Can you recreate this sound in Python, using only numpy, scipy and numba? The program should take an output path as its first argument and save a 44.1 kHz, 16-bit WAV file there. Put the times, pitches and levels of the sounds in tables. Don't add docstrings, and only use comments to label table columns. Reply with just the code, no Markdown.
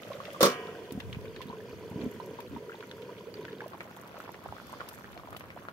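import sys
import numpy as np
from scipy import signal
from scipy.fft import rfft, irfft
from scipy.io import wavfile
from scipy.ndimage import uniform_filter1d
from numba import njit

SR = 44100
rng = np.random.default_rng(int(sys.argv[2]) if len(sys.argv) > 2 else 0)


def bounce(signal):
    frames = np.transpose(np.atleast_2d(signal))
    limited = np.clip(frames, -1, 1)
    pcm = np.round(limited * 32767).astype(np.int16)
    wavfile.write(sys.argv[1], SR, pcm)


N = 252252
T = np.arange(N) / SR


def undb(db):
    return 10 ** (np.asarray(db) / 20)


def unit(x):
    return x / np.sqrt(np.mean(x ** 2) + 1e-20)


def by_time(rows, t):
    times, *columns = np.transpose(rows)
    return [np.interp(t, times, c) for c in columns]


def by_pitch(rows, hz):
    f, *columns = np.transpose(rows)
    return [np.interp(np.log(hz + 1), np.log(f), c) for c in columns]


def colour(x, points):
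    gains = undb(by_pitch(points, np.fft.rfftfreq(4096, 1 / SR))[0])
    cepstrum = irfft(np.log(gains))
    cepstrum[1:len(cepstrum) // 2] *= 2
    cepstrum[len(cepstrum) // 2 + 1:] = 0
    response = irfft(np.exp(rfft(cepstrum)))
    return signal.fftconvolve(x, response[None] / np.linalg.norm(response), axes=1)[:, :N]


def balance(db):
    return undb(np.array([[db], [-db]]) / 2)


def add(out, s, sound):
    i = int(np.clip(s * SR, 0, N - 1))
    out[:, i:i + sound.shape[1]] += sound[:, :N - i]


def surge(per_s):
    hold = int(SR / per_s)
    steps = np.repeat(rng.standard_normal(N // hold + 1), hold)
    return unit(uniform_filter1d(steps, hold)[:N])


def swells(rows):
    gains = [undb(db) * np.exp(-np.maximum((s - T) / rise_s, (T - s) / fall_s))
             for s, db, rise_s, fall_s in rows]
    return np.sqrt(sum(gain ** 2 for gain in gains))


@njit
def resonance(x, hz, width_hz):
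    y, band, low = np.empty(len(x)), 0., 0.
    for i in range(len(x)):
        g, damping = np.tan(np.pi * hz[i] / SR), width_hz / hz[i]
        v = (band + g * (x[i] + 1e-18 - low)) / (1 + g * (g + damping))
        band, low = 2 * v - band, low + 2 * g * v
        y[i] = damping * v
    return y


def ring(x, hz, width_hz):
    return resonance(x, np.full(N, float(hz)), float(width_hz))


# f/Hz, side minus mid/dB
STEREO_WIDTH = [(60, -9), (200, -14), (400, -15), (700, -10), (1300, -1), (2400, 0)]

def stereo_noise():
    mid, side = rfft(rng.standard_normal((2, N)))
    share = undb(by_pitch(STEREO_WIDTH, np.fft.rfftfreq(N, 1 / SR))[0])
    return irfft(np.array([mid + share * side, mid - share * side]) / np.hypot(1, share), N)


# f/Hz, level/dB
STOVE_COLOUR = [(25, -59), (45, -13), (100, 2), (200, 8), (500, 0), (750, -18.5), (1400, -4.5),
                (2200, -14.5), (3500, -19.5), (6500, -30), (9000, -26), (15000, -21.5)]

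def stove(db=-55):
    return undb(db) * unit(colour(stereo_noise(), STOVE_COLOUR))


# t/s, share of pan covered/0-1, lowest air resonance/Hz
LID_POSITION = [(0, 0.37, 567), (.39, 0.67, 573), (.46, 0.88, 449), (3.58, 1, 444), (3.72, 0, 497)]

def cover(t):
    return by_time(LID_POSITION, t)[0]


def bubble(hz, cycles, place, glide=0.001, lag_s=0.00022, pan_db=4.5):
    t = np.arange(int(6 * cycles / hz * SR) + 40) / SR
    lag = lag_s * (place + 0.35)
    delays = np.array([[max(-lag, 0)], [max(lag, 0)]])
    turns = hz * np.maximum(t - delays, 0)
    envelope = (1 - np.exp(-turns / (.2 * cycles))) * np.exp(-turns / cycles)
    tone = np.sin(2 * np.pi * turns * (1 + glide * (turns / cycles - 2)))
    return balance(pan_db * place) * envelope / envelope.max() * tone


# lowest f/Hz, highest f/Hz, rate/per s, scatter/dB, decay/cycles, covered level/dB, open level/dB
CROWD_BANDS = [(95.3, 340, 350, 1, 1.6, -56, -65), (339, 729, 320, 1.8, 0.92, -58.5, -56.5),
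               (840, 1790, 200, 2, 1.32, -66.5, -57.5), (1900, 3710, 540, 3.5, 2.2, -66, -64),
               (4000, 6900, 490, -0.5, 4.2, -71.5, -71)]
# t/s, level/dB
BOIL_STRENGTH = [(0, 8.5), (.85, 3), (1.7, 3), (2.0, 6), (2.7, 0.3), (3.5, 3.5), (4.8, 3), (5.7, 1.5)]

def bubble_crowd(covered, lid_stretch=0.48):
    out, clusters = np.zeros((2, N)), surge(per_s=28)
    for low_hz, high_hz, rate, scatter_db, cycles, covered_db, open_db in CROWD_BANDS:
        layer = np.zeros((2, N))
        for when, pitch, size, place in rng.random((4000, 4))[:int(rate * N / SR)]:
            gain = undb(-scatter_db * np.log(size + 0.17))
            hz = low_hz * (high_hz / low_hz) ** pitch
            ring_cycles = cycles * (1 + lid_stretch * covered[int(when * N)])
            add(layer, when * N / SR, gain * bubble(hz, ring_cycles, 3 * (place - .5)))
        cluster_db = min(.3 + low_hz / 900, 1.7) * clusters
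        out += unit(layer * undb(cluster_db)) * undb(open_db + covered * (covered_db - open_db))
    return out * undb(by_time(BOIL_STRENGTH, T)[0])


# multiple of the lowest resonance, width/Hz, gain/dB
AIR_MODES = [(1, 91, 13.5), (2.17, 72, 11), (3.47, 140, 4.5), (5.4, 70, 3.5), (6.9, 450, -2), (10, 520, -1)]

def simmer(clear_drive=0.021, leak_db=-5, gulp_db=2.2):
    covered, air_hz = by_time(LID_POSITION, T)
    crowd, clear = bubble_crowd(covered), plops_and_thumps()
    gulps = undb(gulp_db * surge(per_s=16))
    drive = (crowd * gulps + clear_drive * clear).mean(axis=0) * covered
    boom = sum(undb(db) * resonance(drive, multiple * air_hz, float(width_hz))
               for multiple, width_hz, db in AIR_MODES)
    bottom_hum = undb(11) * ring(crowd.mean(axis=0), hz=192, width_hz=2.4)
    open_bowl = ring(clear.mean(axis=0) * (1 - covered), hz=540, width_hz=130)
    return crowd * undb(leak_db * covered) + clear + boom + bottom_hum + open_bowl


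# t/s, level/dB, leftward lean before narrowing/dB
SHARP_TICKS = [(0.251, -51, -6), (.331, -42, -6), (0.922, -36.5, 5), (1, -47, -19), (1.418, -47, 7),
               (2.404, -43.5, 15), (3.68, -46, 0), (4.075, -47, -3), (4.187, -47.5, 13), (4.888, -33.5, 14),
               (5.305, -47, 10), (5.3686, -41, 12), (5.396, -44, 6)]
# f/Hz, level/dB
SHARP_TICK_SPECTRUM = [(500, -53), (3000, 13.5), (6000, 10.5), (8500, 7), (12000, 13), (15500, 10)]
SIZZLE_SPECTRUM = [(2000, -57), (4000, -24), (6500, -3), (8500, -7), (11000, -8), (12200, 2),
                   (15500, -18.5)]
# peak t/s, level/dB, rise/s, fall/s
SIZZLE_FLARES = [(0, -58, .05, 0.13), (2.15, -68, 0.29, 0.29), (4.95, -65, 0.26, 0.36)]

def sizzle_and_ticks(tick_db=-3, tick_s=0.0041, narrowing=0.37, scatter_db=6.5, droplets_per_s=900,
                     droplet_s=0.0023, open_db=-69.5, lid_db=-5):
    ticks, t = np.zeros((2, N)), T[:600]
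    for s, db, lean_db in SHARP_TICKS:
        tick = rng.standard_normal((2, len(t))) * np.exp(-t / tick_s)
        add(ticks, s, undb(db + tick_db) * balance(narrowing * lean_db) * tick)
    sizes = undb(scatter_db * np.minimum(rng.exponential(size=N), 6))
    droplets = sizes * (rng.random(N) < droplets_per_s / SR)
    bursts = signal.lfilter([1], [1, -np.exp(-1 / (droplet_s * SR))], droplets)
    crackle = unit(colour(bursts * rng.standard_normal((2, N)), SIZZLE_SPECTRUM))
    steady = undb(open_db + lid_db * cover(T))
    return colour(ticks, SHARP_TICK_SPECTRUM) + crackle * np.hypot(steady, swells(SIZZLE_FLARES))


# peak t/s, level/dB, rise/s, fall/s
STEAM_WAVES = [(.38, -52.5, 0.5, 0.67), (2.1, -59.5, 0.57, 0.43), (3.0, -60.5, 1, 0.69)]
# f/Hz, level/dB
STEAM_SPECTRUM = [(1500, -3), (3000, -3), (3400, -1), (3570, -4.5), (3750, -19), (4300, -11), (5500, -11.5),
                  (6500, -12), (7500, -16.5), (15000, -23)]
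SEEP_SPECTRUM = [(1200, -4), (1750, -1.5), (2050, 9), (2350, 0), (2650, -5.5), (2950, 5), (3350, -16),
                 (3550, -1), (3750, -8), (4500, -2.5), (5200, -11), (6600, -3.5), (7500, -29), (15000, -32)]

def steam(seep_db=-67):
    seep_gain = undb(seep_db) * cover(T) * undb(2 * surge(per_s=9.9))
    seep = seep_gain * unit(colour(stereo_noise(), SEEP_SPECTRUM))
    return unit(colour(stereo_noise(), STEAM_SPECTRUM)) * swells(STEAM_WAVES) + seep


def pings(clusters_per_s=15, count=3, gap_s=0.011, centre_hz=2300, octaves=0.9, ring_s=0.0011,
          db=-48, scatter_db=3):
    out = np.zeros((2, N))
    for cluster in rng.uniform(-1, 1, (200, count, 4))[:int(clusters_per_s * N / SR)]:
        s = (cluster[0, 0] + 1) / 2 * N / SR
        for wait, pitch, size, place in cluster:
            s += gap_s * (1 + wait)
            hz = centre_hz * 2 ** (octaves * pitch)
            add(out, s, cover(s) * undb(db + scatter_db * size) * bubble(hz, hz * ring_s, place))
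    return out


# t/s, level/dB, decay/s
SKIN_SNAPS = [(0.033, -40.5, 0.0024), (0.131, -43, 0.0065), (0.2532, -38, 0.0044), (0.304, -41.5, .002),
              (0.67, -44, 0.0035), (.908, -43, .003), (1.002, -34.5, .005), (1.128, -36.5, 0.0047),
              (1.212, -49, 0.0016), (1.362, -41, 0.0044), (1.416, -41.5, 0.012), (2.014, -44.5, 0.0082),
              (2.404, -42, 0.004), (2.806, -42.5, 0.0037), (2.913, -36, 0.0027), (3.02, -46.5, 0.007),
              (3.451, -37, 0.0026), (3.529, -43.5, 0.0021), (5.13, -45.5, 0.0014), (5.176, -43, 0.0037),
              (5.365, -39, .003)]
# f/Hz, level/dB
SNAP_SPECTRUM = [(500, -18), (1500, 1.5), (2400, 4.5), (3500, 2.5), (4500, -4.5), (6000, -13), (8000, -22),
                 (15000, -36)]

def snaps():
    envelope, t = np.zeros((2, N)), T[:SR // 30]
    for (s, db, decay_s), side_db in zip(SKIN_SNAPS, rng.uniform(-5, 5, len(SKIN_SNAPS))):
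        add(envelope, s, undb(db) * balance(side_db) * np.exp(-t / decay_s))
    return colour(envelope * stereo_noise(), SNAP_SPECTRUM)


def plop(hz, cycles, place, puff_cycles=0.25, ring_db=-4, puff_db=-5):
    sound = undb(ring_db) * bubble(hz, cycles, place, glide=0.0059)
    puff = undb(puff_db) * bubble(hz, min(puff_cycles, cycles), place)
    sound[:, :puff.shape[1]] += puff
    return sound


# t/s, level/dB, f/Hz
CLEAR_BURSTS = [(.105, -31, 556), (.117, -33, 1095), (.152, -35, 572), (.2025, -28.5, 1100),
                (.282, -31.5, 593), (.346, -32.5, 1180), (.361, -37, 1080), (.731, -42, 1040),
                (.752, -38, 1540), (.819, -35, 474), (.998, -41, 1920), (1.147, -33.5, 2420),
                (1.245, -35, 480), (1.255, -37.5, 2420), (1.364, -38.5, 1760), (1.406, -34, 1020),
                (1.5, -32.5, 955), (1.528, -34, 1040), (1.6045, -39.5, 1730), (2.2005, -30, 973),
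                (2.389, -33.5, 926), (2.563, -33, 935), (2.719, -33.5, 1580), (2.745, -37, 905),
                (2.808, -42, 990), (2.827, -35, 1510), (3.085, -40, 430), (3.091, -36.5, 965),
                (3.271, -32, 448), (3.284, -33.5, 472), (3.341, -36.5, 4600), (3.451, -35, 1525),
                (3.482, -33, 1730), (3.606, -28.5, 1650), (3.619, -34.5, 870), (3.641, -35, 1010),
                (3.661, -33, 600), (3.734, -33, 1100), (3.743, -36.5, 796), (3.749, -36, 950),
                (3.8065, -25.5, 2160), (3.855, -42, 780), (3.876, -49, 1086), (3.911, -41, 850),
                (3.97, -38, 880), (4.036, -39, 1270), (4.059, -38, 960), (4.092, -45, 822),
                (4.142, -40, 696), (4.158, -38, 930), (4.168, -34, 1260), (4.179, -41, 590),
                (4.2025, -29.5, 1350), (4.227, -46, 1140), (4.292, -32.5, 910), (4.344, -32, 1890),
                (4.456, -37, 870), (4.46, -29, 820), (4.488, -35, 1290), (4.5245, -29, 860),
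                (4.566, -34, 1280), (4.583, -36, 1500), (4.6, -34, 1340), (4.729, -31, 1000),
                (4.737, -30.5, 1040), (4.7995, -44, 545), (4.8055, -25.5, 1410), (4.83, -40, 1130),
                (4.926, -40.5, 910), (5.167, -39.5, 706), (5.177, -40, 1190), (5.197, -36.5, 1170),
                (5.258, -42, 1220), (5.274, -35, 982), (5.286, -39.5, 705), (5.3285, -32, 1230),
                (5.348, -32, 1240), (5.363, -39.5, 754), (5.408, -30.5, 1860), (5.44, -34.5, 1210),
                (5.504, -32.5, 2160), (5.554, -47, 390), (5.564, -36.5, 687), (5.574, -33, 950),
                (5.652, -35.5, 1196), (5.674, -49, 1190), (5.6855, -26, 1425)]
# f/Hz, open decay/cycles, covered decay/cycles
CRATER_DECAY = [(120, .9, .8), (250, 1.1, 1.2), (450, 1.6, 4.5), (1000, 2.1, 5), (1500, 1.9, 3.4),
                (2200, 1.5, 3.5), (4500, 3, 7)]

def plops_and_thumps(plop_db=1, tear_db=-13, tear_s=0.011, daughters=2, daughter_db=-17, octaves=0.313):
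    out, tears = np.zeros((2, N)), np.zeros((1, N))
    tear = np.exp(-T[None, :SR // 50] / tear_s)
    events = CLEAR_BURSTS + low_thumps() + lesser_pops()
    for (s, db, hz), chance in zip(events, rng.uniform(-0.928, 1, (len(events), daughters + 1, 3))):
        place, stretch, _ = chance[0]
        open_cycles, lid_cycles = by_pitch(CRATER_DECAY, hz)
        cycles = open_cycles + cover(s) * (lid_cycles - open_cycles)
        cycles *= 2 ** (.5 * stretch)
        add(out, s, undb(db + plop_db) * plop(hz, cycles, place))
        add(tears, s, undb(db + tear_db) * min(hz / 3000, 1) * tear)
        for place, pitch, wait in chance[1:]:
            daughter = bubble(hz * 2 ** (octaves * (pitch + .5)), cycles, place)
            add(out, s + .009 + .006 * wait, undb(db + daughter_db) * daughter)
    tear_spectrum = [(400, -1), (1300, 7), (3500, -4.5), (6000, -19), (9000, -26)]
    return out + colour(tears * stereo_noise(), tear_spectrum)


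def lesser_pops(per_s=4.2, centre_hz=1125, octaves=0.73, db=-38, scatter_db=10, lid_db=-4):
    when, size, pitch = rng.uniform(-1, 1, (300, 3))[:int(per_s * N / SR)].T
    times = (when + 1) / 2 * N / SR
    levels = db + scatter_db * size + lid_db * cover(times)
    return list(zip(times, levels, centre_hz * 2 ** (octaves * pitch)))


# t/s, blow/dB, scrape/dB, scrape decay/s, tick/dB
LID_CONTACTS = [(0.4068, -11.5, -25.5, 0.025, -25), (0.4135, -13.5, -27, 0.026, -30),
                (0.4294, 0, -17.5, 0.0045, -16.5), (0.434, -20, -31, 0.012, -33),
                (0.4455, -21, -29, 0.008, -36), (0.4516, -19, -21, 0.0047, -36),
                (0.459, -24, -28.5, 0.016, -24), (0.4608, -24, -29.5, 0.021, -29),
                (0.499, -31, -34, 0.006, -46), (0.5155, -24, -45, 0.015, -52)]
# f/Hz, level/dB, t60/s
STEEL_MODES = [(194, -25.5, .22), (250, -29, .26), (341, -27.5, .14), (378, -26, .15), (425, -30, .13),
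               (455, -20, .14), (546, -21, .17), (583, -20.5, .15), (917, -30, .22), (1003, -33, .18),
               (1133, -18.5, .26), (1232, -27.5, .24), (1280, -25, .2), (1313, -26.5, .19), (1357, -25, .2),
               (3573, -24.5, .15), (4215, -25, .17), (5318, -37, .19), (5451, -36, .2), (5838, -37, .2),
               (5930, -35, .16), (6002, -36, .18), (6327, -37, .2), (388, -42, 1.4), (705, -48, 2.2),
               (732, -46, 1.4), (769, -47.5, 1.5), (1012, -45.5, 1.2), (1066, -41.5, .77),
               (1238, -40.5, .75), (1384, -42.5, .8), (1545, -46.5, 1.5), (1647, -43, .85),
               (1890, -46, 1.2), (2195, -45, .7), (2315, -42, .65), (2536, -48, .85), (2727, -48, 1.1),
               (2810, -45, .5), (2880, -50, 1.3), (2977, -44.5, .7), (3000, -45, .7), (3197, -47, .65)]
# f/Hz, level/dB, t60/s
STEEL_SHIMMER = [(1372, -58, 0.57), (2270, -53.5, 0.55), (3000, -66, 1), (3400, -50, 0.11),
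                 (6000, -44, 0.14), (7200, -48, 0.15), (12100, -49, 0.12), (15830, -63, .14)]
# f/Hz, level/dB
SCRAPE_SPECTRUM = [(80, -19), (190, 2.5), (280, 3.5), (500, 14.5), (750, -5.5), (1200, 8.5), (2000, -7),
                   (5500, -3), (8000, -15), (15000, -18)]
RIM_TICK_SPECTRUM = [(500, -5), (2500, 4), (6000, -9), (9000, -4), (12500, 2), (15500, -4)]

def lid_clank(upper_modes=600, lobes_hz=2700, tick_s=0.0013, lag_s=0.00018):
    upper_hz = np.geomspace(STEEL_SHIMMER[0][0], STEEL_SHIMMER[-1][0], upper_modes)
    upper_hz *= 1 + 0.00184 * rng.standard_normal(upper_modes)
    upper_db, upper_t60 = by_pitch(STEEL_SHIMMER, upper_hz)
    modes = np.vstack([STEEL_MODES, np.transpose([upper_hz, upper_db, upper_t60])])
    start = min(s for s, *_ in LID_CONTACTS)
    blows, scrape, ticks, ringing = np.zeros(SR), np.zeros(N), np.zeros(N), np.zeros((2, N))
    for s, blow_db, scrape_db, decay_s, tick_db in LID_CONTACTS:
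        blows[int((s - start) * SR)] += undb(blow_db) ** 2
        scrape += undb(scrape_db) * (T >= s) * np.exp(-np.abs(T - s) / decay_s)
        ticks += undb(tick_db) * (T >= s) * np.exp(-np.abs(T - s) / tick_s)
    lobe_phases = rng.uniform(-np.pi, np.pi, (len(modes), 2, 1))
    for k, (hz, db, t60) in enumerate(modes):
        t = T[:int(min(t60 + .05, 1) * SR)]
        energy = signal.lfilter([1], [1, -np.exp(-2 * np.log(1000) / (t60 * SR))], blows[:len(t)])
        phase = np.pi * k + lobe_phases[k] * min((hz / lobes_hz) ** 2, 1)
        phase += np.pi * hz * lag_s * np.array([[1], [-1]])
        add(ringing, start, undb(db) * np.sqrt(energy) * np.sin(2 * np.pi * hz * t + phase))
    scraping = colour(scrape * stereo_noise(), SCRAPE_SPECTRUM)
    ticking = colour(ticks * stereo_noise(), RIM_TICK_SPECTRUM)
    return ringing + scraping + ticking


# t/s, level/dB, f/Hz, decay/cycles
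LID_SLAPS = [(0.4075, -13.5, 527, 4.4), (0.4282, -11, 384, 0.85), (0.45, -23.5, 226, 1.4)]

def air_slaps():
    out = np.zeros((2, N))
    for s, db, hz, cycles in LID_SLAPS:
        add(out, s, undb(db) * bubble(hz, cycles, place=0))
    return out


# peak t/s, level/dB, rise/s, fall/s
DRAUGHT_PUFFS = [(.44, -67, .03, 0.063), (1.1, -40.5, 0.077, 0.16), (1.9, -53, 0.74, 0.35),
                 (2.53, -48, 0.069, 0.042), (4.5, -44, 0.026, 0.034), (5.3, -54.5, 0.66, 0.45)]

def draught():
    spectrum = [(25, -10), (50, -6), (85, 0), (125, -3), (210, -20), (1000, -50)]
    flutter = colour(rng.standard_normal((2, N)), spectrum)
    return swells(DRAUGHT_PUFFS) * unit(flutter)


# t/s, length/s, level/dB, f/Hz
LOW_THUMPS = [(0.921, .07, -32, 228), (1.093, .01, -27.5, 143), (1.168, .01, -26.5, 156),
              (1.456, .05, -32.5, 215), (1.913, .05, -36, 208), (1.976, 0.11, -28, 256),
              (2.149, .03, -35.5, 196), (2.512, .06, -31, 244)]

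def low_thumps(gap_s=0.014, uneven_s=0.0019, fade_db_per_s=-55, scatter_db=3.5, octaves=0.11):
    rows = []
    for (s, length_s, db, hz), chance in zip(LOW_THUMPS, rng.standard_normal((len(LOW_THUMPS), 16, 3))):
        for age, (late, size, pitch) in zip(np.arange(0, length_s, gap_s), chance):
            onset = s + age + uneven_s * late * (age > 0)
            level = db + fade_db_per_s * age + scatter_db * size
            rows.append((onset, level, hz * 2 ** (octaves * pitch)))
    return rows


# peak t/s, level/dB, rise/s, fall/s
HERB_FALL = [(4.74, -56, 0.32, 0.22)]
# f/Hz, level/dB
HERB_SPECTRUM = [(1500, 2.5), (2400, -23), (3100, 0), (3750, -7), (4300, 0.5), (5200, -4), (6300, -10),
                 (7300, -17), (15000, -20)]
# f/Hz, width/Hz, gain/dB
HISS_RINGS = [(3450, 60, 12), (6800, 90, -1)]

def herbs():
    hiss = colour(stereo_noise(), HERB_SPECTRUM)
    rings = [sum(undb(db) * ring(side, hz, width_hz) for hz, width_hz, db in HISS_RINGS) for side in hiss]
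    return unit(hiss + np.array(rings)) * swells(HERB_FALL)


def kitchen(x, wet_db=-13, t60_s=0.19):
    t = T[:SR // 2]
    wash = colour(stereo_noise(), [(200, -8), (600, -2), (1500, 0), (14000, -2)])[:, :len(t)]
    tail = wash * (t > .002) * np.exp(-np.log(1000) * t / t60_s)
    return x + undb(wet_db) * signal.fftconvolve(x, unit(tail) / np.sqrt(len(t)), axes=1)[:, :N]


def scene():
    pan_sounds = simmer() + snaps() + pings() + sizzle_and_ticks() + lid_clank() + air_slaps()
    return kitchen(pan_sounds) + steam() + herbs() + stove() + draught()


# f/Hz, left minus right/dB
PORT_BALANCE = [(60, 3.5), (200, -1), (700, -1.5), (2400, -0.5), (4400, -2.5), (8000, -2.5), (11000, 7.5),
                (15000, 4.5)]

def record(dry, low_hz=65, top_hz=15700):
    lean_db = by_pitch(PORT_BALANCE, np.fft.rfftfreq(N, 1 / SR))[0]
    heard = irfft(rfft(dry) * undb(np.array([lean_db, -lean_db]) / 2), N)
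    thinned = signal.sosfilt(signal.butter(3, low_hz, "high", fs=SR, output="sos"), heard)
    return signal.sosfilt(signal.ellip(10, .2, 80, top_hz, fs=SR, output="sos"), thinned)


dry = scene()
out = record(dry)
bounce(out)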